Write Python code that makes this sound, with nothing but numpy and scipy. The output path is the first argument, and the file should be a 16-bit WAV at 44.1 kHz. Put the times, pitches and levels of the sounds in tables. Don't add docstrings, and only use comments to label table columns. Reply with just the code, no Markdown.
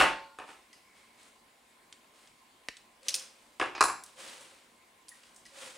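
import sys
import numpy as np
from scipy import signal
from scipy.fft import rfft, irfft, next_fast_len
from scipy.io import wavfile
from scipy.ndimage import uniform_filter1d

SR = 44100
rng = np.random.default_rng(int(sys.argv[2]) if len(sys.argv) > 2 else 0)


def wav_out(sig):
    wavfile.write(sys.argv[1], SR, np.round(np.clip(np.atleast_2d(sig).T, -1, 1) * 32767).astype(np.int16))


def gain_from_decibels(decibels):
    exponent = np.asarray(decibels, float) / 20
    return 10 ** exponent


N = 254677
LEAD = 2205

# [t/s, peak level/dB, centre f/Hz, room level/dB]
SNAPS = [(0.7297, -45.5, 4940, 0.5), (1.2306, -48, 8450, -10), (1.926, -35.5, 3300, -8),
         (2.2739, -48.5, 3780, -6), (2.7686, -39.5, 3780, -7), (3.031, -46.5, 4670, -3),
         (3.0839, -13.5, 5900, -7), (3.0884, -23, 4530, -13), (3.0924, -21, 5850, -15),
         (3.1054, -27, 4450, -12), (3.1418, -17, 5260, -9), (3.1454, -18, 6500, -7.5),
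         (3.1524, -15.5, 8900, -7.5), (3.1614, -26, 7250, -7), (3.1954, -33.5, 7180, -9),
         (3.2244, -35, 5270, -12), (3.8372, -17, 9500, -9), (4.0367, -31, 12000, -6.5),
         (4.0627, -39, 8500, -9), (4.4094, -44, 8720, -7), (5.0833, -39, 4600, -11),
         (5.0907, -32, 10500, -4), (5.2342, -48.5, 2800, -7), (5.3457, -47, 8800, 0), (5.362, -41, 8660, 0),
         (5.4538, -45, 4980, 3), (5.4634, -45, 5280, -6), (2.045, -52, 1300, -10)]
# [f/Hz, level/dB, time to fall 60 dB/s]
EARLY_STEEL = [(8450, 1.5, 0.24), (10420, 3, .2), (11620, -3, .25), (12800, 2, .22), (14200, 5, .22),
               (15600, 0, .2)]
LATE_STEEL = [(7450, -5, .4), (8195, -9, .2), (10050, 2, .22), (11440, -12, .3), (13500, -2, .25)]
# [t/s, peak level/dB, main ring f/Hz]
DROP_BOUNCES = [
    (-.03, -8, 1620),
    (-.008, -9, 805),
    (.003, -9.5, 2100),
    (.011, -9, 1300),
    (.021, -8, 1670),
    (.031, -17, 826),
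    (.065, -21, 1300),
]
NUDGE_BOUNCES = [
    (.387, -31, 1020),
    (.399, -34.5, 920),
    (.419, -38, 1070),
    (.44, -42, 888),
    (.479, -41, 890),
    (.489, -39, 1240),
    (.504, -41, 834),
    (.529, -46, 977),
]
SET_DOWN_BOUNCES = [
    (3.598, -18.5, 1060),
    (3.613, -15.5, 1830),
    (3.624, -19.5, 1140),
    (3.639, -26, 980),
    (3.659, -28, 1040),
    (3.75, -32.5, 1000),
    (3.764, -31.5, 999),
    (3.779, -29, 1080),
]
CLACK_BOUNCES = [
    (3.808, -7, 1070),
    (3.814, -10, 1150),
    (3.825, -10.5, 1180),
    (3.839, -13.5, 1150),
    (3.855, -17, 1070),
    (3.869, -27, 1190),
    (3.884, -23, 1540),
    (3.898, -22.5, 1200),
]
# [f/Hz, width/Hz, level/dB]
DESK_BODY = [(822, 42, 1), (1152, 57, -0.5), (1300, 34, -1), (1586, 89, -3.5), (2150, 31, -8),
             (2340, 67, -6.5), (2590, 40, -10.5), (3180, 26, -13.5), (3480, 42, -11.5)]
# [f/Hz, level/dB, time to fall 60 dB/s]
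DESK_RING = [(554, -8, 0.65), (888, 2.5, 0.66), (1077, 0.5, .6), (1416, -5, 0.78)]
# [t/s, level/dB, f/Hz,
# time to fall 60 dB/s, pitch wobble share]
SMALL_RINGS = [(.73, -54, 2000, 0.085, .014), (.73, -58, 5030, .12, .02), (.85, -65, 2186, 3.9, 0.074),
               (3.75, -41.5, 2500, .3, 0.047), (3.75, -45, 4000, .4, .3), (3.901, -41, 1300, 0.3, 0.35),
               (5.116, -48.5, 1893, .13, .03), (5.457, -47.5, 1950, 0.06, .06),
               (-.01, -49, 3490, 0.65, 0.098), (-.01, -43.5, 4360, .65, .09), (-.01, -52, 5570, .6, 0.083)]
# [start t/s, lift t/s, level/dB, fade/dB per s, desk drone level/dB]
STROKES = [(.43, .5, -58.5, 110, -12), (.7, .73, -69, 70, -20), (.9, .98, -65.5, 50, -22),
           (1.14, 1.28, -62.5, 150, -23), (2.1, 2.27, -65.5, 200, -18), (3.01, 3.21, -53, 110, -9),
           (3.3, 3.46, -68, 30, -13), (4.02, 4.06, -59, 80, -13), (4.14, 4.32, -49, 95, -12),
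           (4.36, 4.43, -56, 55, -13), (5.09, 5.14, -62, 45, -19), (5.2, 5.245, -62, 110, -15),
           (5.33, 5.38, -69, 100, -22), (5.43, 5.5, -64, 60, -20), (5.505, 5.6, -52.5, 100, -11),
           (5.555, 5.68, -48.5, 110, -9), (5.71, 5.82, -55, 60, -6)]
# [f/Hz, level/dB]
CLOTH_COLOUR = [(60, -35), (230, -15), (450, -9.5), (1050, -6.5), (3200, -7.5), (5800, -12.5), (8500, -11),
                (10500, -16.5), (12000, -29.5), (15800, -30.5)]
# [f/Hz, time to fall 60 dB/s]
ROOM_DECAY = [(100, 0.46), (500, 0.39), (1500, 0.35), (4500, 0.41), (10000, 0.31)]
# [f/Hz, level/dB]
AIR_COLOUR = [(25, -24), (52, -1.5), (90, -11), (180, -9), (260, -3), (600, -2.5), (900, -1), (1300, -6.5),
              (2100, -5.5), (4500, -10), (6000, -15.5), (8000, -11.5), (10500, -15.5), (13000, -22)]
# [f/Hz, width/Hz, level/dB]
FAN_LINES = [(50.6, 12, -89.5), (230, 30, -82.5), (1039.5, 30, -74), (2170, 120, -82), (9400, 15, -90.5)]
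# [f/Hz, likeness 0 to 1]
LIKENESS = [(60, 1), (240, 0.97), (950, 0.35), (3770, 0.5), (15000, 0.83)]
# [f/Hz, level/dB]
CAPSULE = [(10000, 0), (11000, -6.5), (12200, -16), (16000, -16)]


def snip(db, thump_db, room_db):
    x = blow(t60=0.02, crack=0.12)
    mids = peaked(band(x, 1460, 5200))
    treble = peaked(band(x, 4300, 15500))
    y = gain_from_decibels(db) * peaked(mids + 0.58 * treble)
    return np.array([y + gain_from_decibels(db + thump_db) * thump(x), gain_from_decibels(room_db) * y])


def click(db, hz, room_db):
    chatter_s = 0.025 - 0.0001 * (db + 20)
    x = blow(chatter_s, crack=0.42)
    crack = peaked(band(x, 0.46 * hz, 2.5 * hz))
    centre = peaked(resonate(band(x, 0.6 * hz, 1.6 * hz), hz, 0.15 * hz))
    fizz = peaked(band(x, max(hz, 9000), 22000))
    y = gain_from_decibels(db + 1.5) * (peaked(crack + 0.3 * centre) + 0.09 * fizz)
    return np.array([y + gain_from_decibels(db - 42) * thump(x), gain_from_decibels(room_db) * y])


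def thump(x):
    shell = peaked(resonate(resonate(x, 370, 200), 370, 200))
    hand = peaked(band(x, 25, 220))
    return shell + 0.12 * hand


def ring(db, modes, blur=0.0, room_db=-6):
    t = np.arange(SR // 2) / SR
    y = np.zeros(len(t))
    for hz, mode_db, t60 in modes:
        fall = gain_from_decibels(-60 * t / t60)
        drift = evened(uniform_filter1d(rng.standard_normal(len(t)), size=40))
        wobble = blur * hz * np.cumsum(drift) / SR
        y += gain_from_decibels(db + mode_db) * fall * np.sin(2 * np.pi * (hz * t + wobble))
    y *= np.minimum(t / 0.002, 1)
    return np.array([y, gain_from_decibels(room_db) * y])


def landing(bounces, thud_db, edge_db, room_db, clank):
    sounds = []
    for k, (s, db, hz) in enumerate(bounces):
        first_db = 6.5 if k == 0 else 0
        sounds.append((s, knock(db, thud_db, edge_db + first_db, room_db, hz, clank)))
    return sounds


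def knock(db, thud_db, edge_db, room_db, hz, clank):
    x = blow(t60=0.03, crack=0.31)
    soft = band(x, 450, 2500 + 2400 * clank)
    desk = peaked(sum(gain_from_decibels(g) * resonate(soft, f, 3.5 * width) for f, width, g in DESK_BODY))
    tool = peaked(resonate(soft, hz, 0.32 * hz))
    hard = peaked(resonate(x, 4000, 2400))
    y = peaked(0.74 * desk + 1.1 * tool + clank * hard)
    y = y + gain_from_decibels(thud_db + 6) * peaked(band(x, 330, 761))
    y = y + gain_from_decibels(edge_db) * peaked(band(x, 3000, 10950))
    y = y + gain_from_decibels(thud_db - 17.5) * peaked(band(x, 25, 210))
    y = gain_from_decibels(db + 0.13) * y
    return np.array([y, gain_from_decibels(room_db) * y])


def blow(t60, crack):
    t = np.arange(3000) / SR
    fall = gain_from_decibels(-60 * t / t60)
    return (t == 0) + crack * rng.standard_normal(len(t)) * fall


def hits():
    mix = np.zeros((2, N + LEAD))
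    add(mix, 2.686, snip(db=-18, thump_db=-17.5, room_db=-10.5))
    for s, db, hz, room_db in SNAPS:
        add(mix, s, click(db, hz, room_db))
    add(mix, -0.008, ring(-39, EARLY_STEEL, blur=0.012))
    add(mix, 3.838, ring(-33, LATE_STEEL, blur=0.03))
    landings = [landing(DROP_BOUNCES, thud_db=-17.5, edge_db=-23.5, room_db=-1, clank=0.3),
                landing(NUDGE_BOUNCES, thud_db=-14, edge_db=-20, room_db=-1.5, clank=0.15),
                landing(SET_DOWN_BOUNCES, thud_db=-15, edge_db=-21.5, room_db=-3.5, clank=0.2),
                landing(CLACK_BOUNCES, thud_db=-20.5, edge_db=-24.5, room_db=-6, clank=0.95)]
    for sounds in landings:
        for s, sound in sounds:
            add(mix, s, sound)
    add(mix, 0, ring(-36, DESK_RING, blur=0.025))
    for s, db, hz, t60, blur in SMALL_RINGS:
        add(mix, s, ring(db, [(hz, 0, t60)], blur))
    heard = mix[0] + room(mix[1])[:, :N + LEAD]
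    return capsule(heard)[:, LEAD:LEAD + N]


def slides():
    rub = hiss(CLOTH_COLOUR, patchy_db=0.4, like=1.4)
    catches = evened(uniform_filter1d(rng.standard_normal(N), size=300))
    rub *= gain_from_decibels(0.91 * catches)
    rub /= np.std(band(rub[0], 1500, 9000))
    drone = evened(resonate(resonate(rub, 534, 73), 534, 73))
    t = np.arange(0, N + 64, 64) / SR
    early = t + 0.025
    fibre_power, desk_power = 0, 0
    for *stroke, drone_db in STROKES:
        fibre_power = fibre_power + pressure(t, *stroke) ** 2
        desk_power = desk_power + (gain_from_decibels(drone_db) * pressure(early, *stroke)) ** 2
    now = np.arange(N) / SR
    fibres = np.interp(now, t, np.sqrt(fibre_power))
    desk = np.interp(now, t, np.sqrt(desk_power))
    return fibres * rub + desk * drone


def pressure(t, start, lift, db, fade_db_per_s):
    touch = np.clip((t - start) / 0.06, 0, 1) ** 2
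    return touch * gain_from_decibels(db - fade_db_per_s * np.maximum(t - lift, 0))


def room(x):
    taps = np.zeros((2, SR))
    at = np.arange(120, SR - 20, 20) + rng.integers(0, 20, (2, (SR - 121) // 20))
    np.put_along_axis(taps, at, rng.choice([-1.0, 1.0], at.shape), axis=1)
    hz, t, z = signal.stft(taps, SR, nperseg=256)
    fall = gain_from_decibels(-60 * t / read(ROOM_DECAY, hz)[:, None])
    common, apart = signal.istft(z * fall, SR, nperseg=256)[1]
    apart = 0.34 * band(apart, 300, 11000)
    tail = np.array([common + apart, common - apart])
    return signal.fftconvolve(x[None], tail / np.linalg.norm(common), axes=1)


def air():
    wash = hiss(AIR_COLOUR, patchy_db=1.5, like=0.99)
    fan = sum(gain_from_decibels(db) * evened(resonate(wash, hz, width)) for hz, width, db in FAN_LINES)
    return gain_from_decibels(-64) * wash + fan


def hiss(colour, patchy_db, like):
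    frames, hz = N // 128 + 6, np.fft.rfftfreq(512, 1 / SR)
    a, b, c, d, patches = rng.standard_normal((frames, 257, 5)).T
    patches = uniform_filter1d(patches, size=6, axis=0)
    patches = evened(uniform_filter1d(patches, size=20, axis=1))
    same = np.clip(like * read(LIKENESS, hz), -1, 1)[:, None]
    left = a + 1j * b
    right = same * left + np.sqrt(1 - same ** 2) * (c + 1j * d)
    z = np.array([left, right]) * gain_from_decibels(read(colour, hz)[:, None] + patchy_db * patches)
    return evened(signal.istft(z, nperseg=512, noverlap=384)[1][:, :N])


def capsule(x):
    size = next_fast_len(N + LEAD)
    gain = gain_from_decibels(read(CAPSULE, np.fft.rfftfreq(size, 1 / SR)))
    return irfft(rfft(x, size) * gain, size)


def evened(x):
    return x / np.sqrt(np.mean(x ** 2) + 1e-20)


def peaked(x):
    return x / abs(x).max()


def read(points, hz):
    f, value = np.transpose(points)
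    return np.interp(np.log(hz + 1), np.log(f + 1), value)


def add(mix, s, sound):
    part = mix[:, LEAD + round(s * SR):][:, :len(sound.T)]
    part += sound[:, :len(part.T)]


def resonate(x, hz, width):
    return signal.lfilter(*signal.iirpeak(min(hz, 0.45 * SR), hz / width, SR), x)


def band(x, lo_hz, hi_hz):
    return signal.sosfilt(signal.butter(3, [lo_hz, min(hi_hz, 0.45 * SR)], "band", fs=SR, output="sos"), x)


def scene():
    balance = gain_from_decibels(np.array([[-0.1], [0.1]]))
    return hits() * balance + slides() + air()


def top_cut(x):
    return signal.sosfilt(signal.butter(12, 15990, fs=SR, output="sos"), x)


def record(dry):
    thin = signal.sosfilt(signal.butter(3, 22, "high", fs=SR, output="sos"), dry)
    limit = signal.firwin(401, 15900, window=("kaiser", 9), fs=SR)
    mix = signal.oaconvolve(thin, limit[None], "same")
    return top_cut(mix)


dry = scene()
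out = record(dry)
wav_out(out)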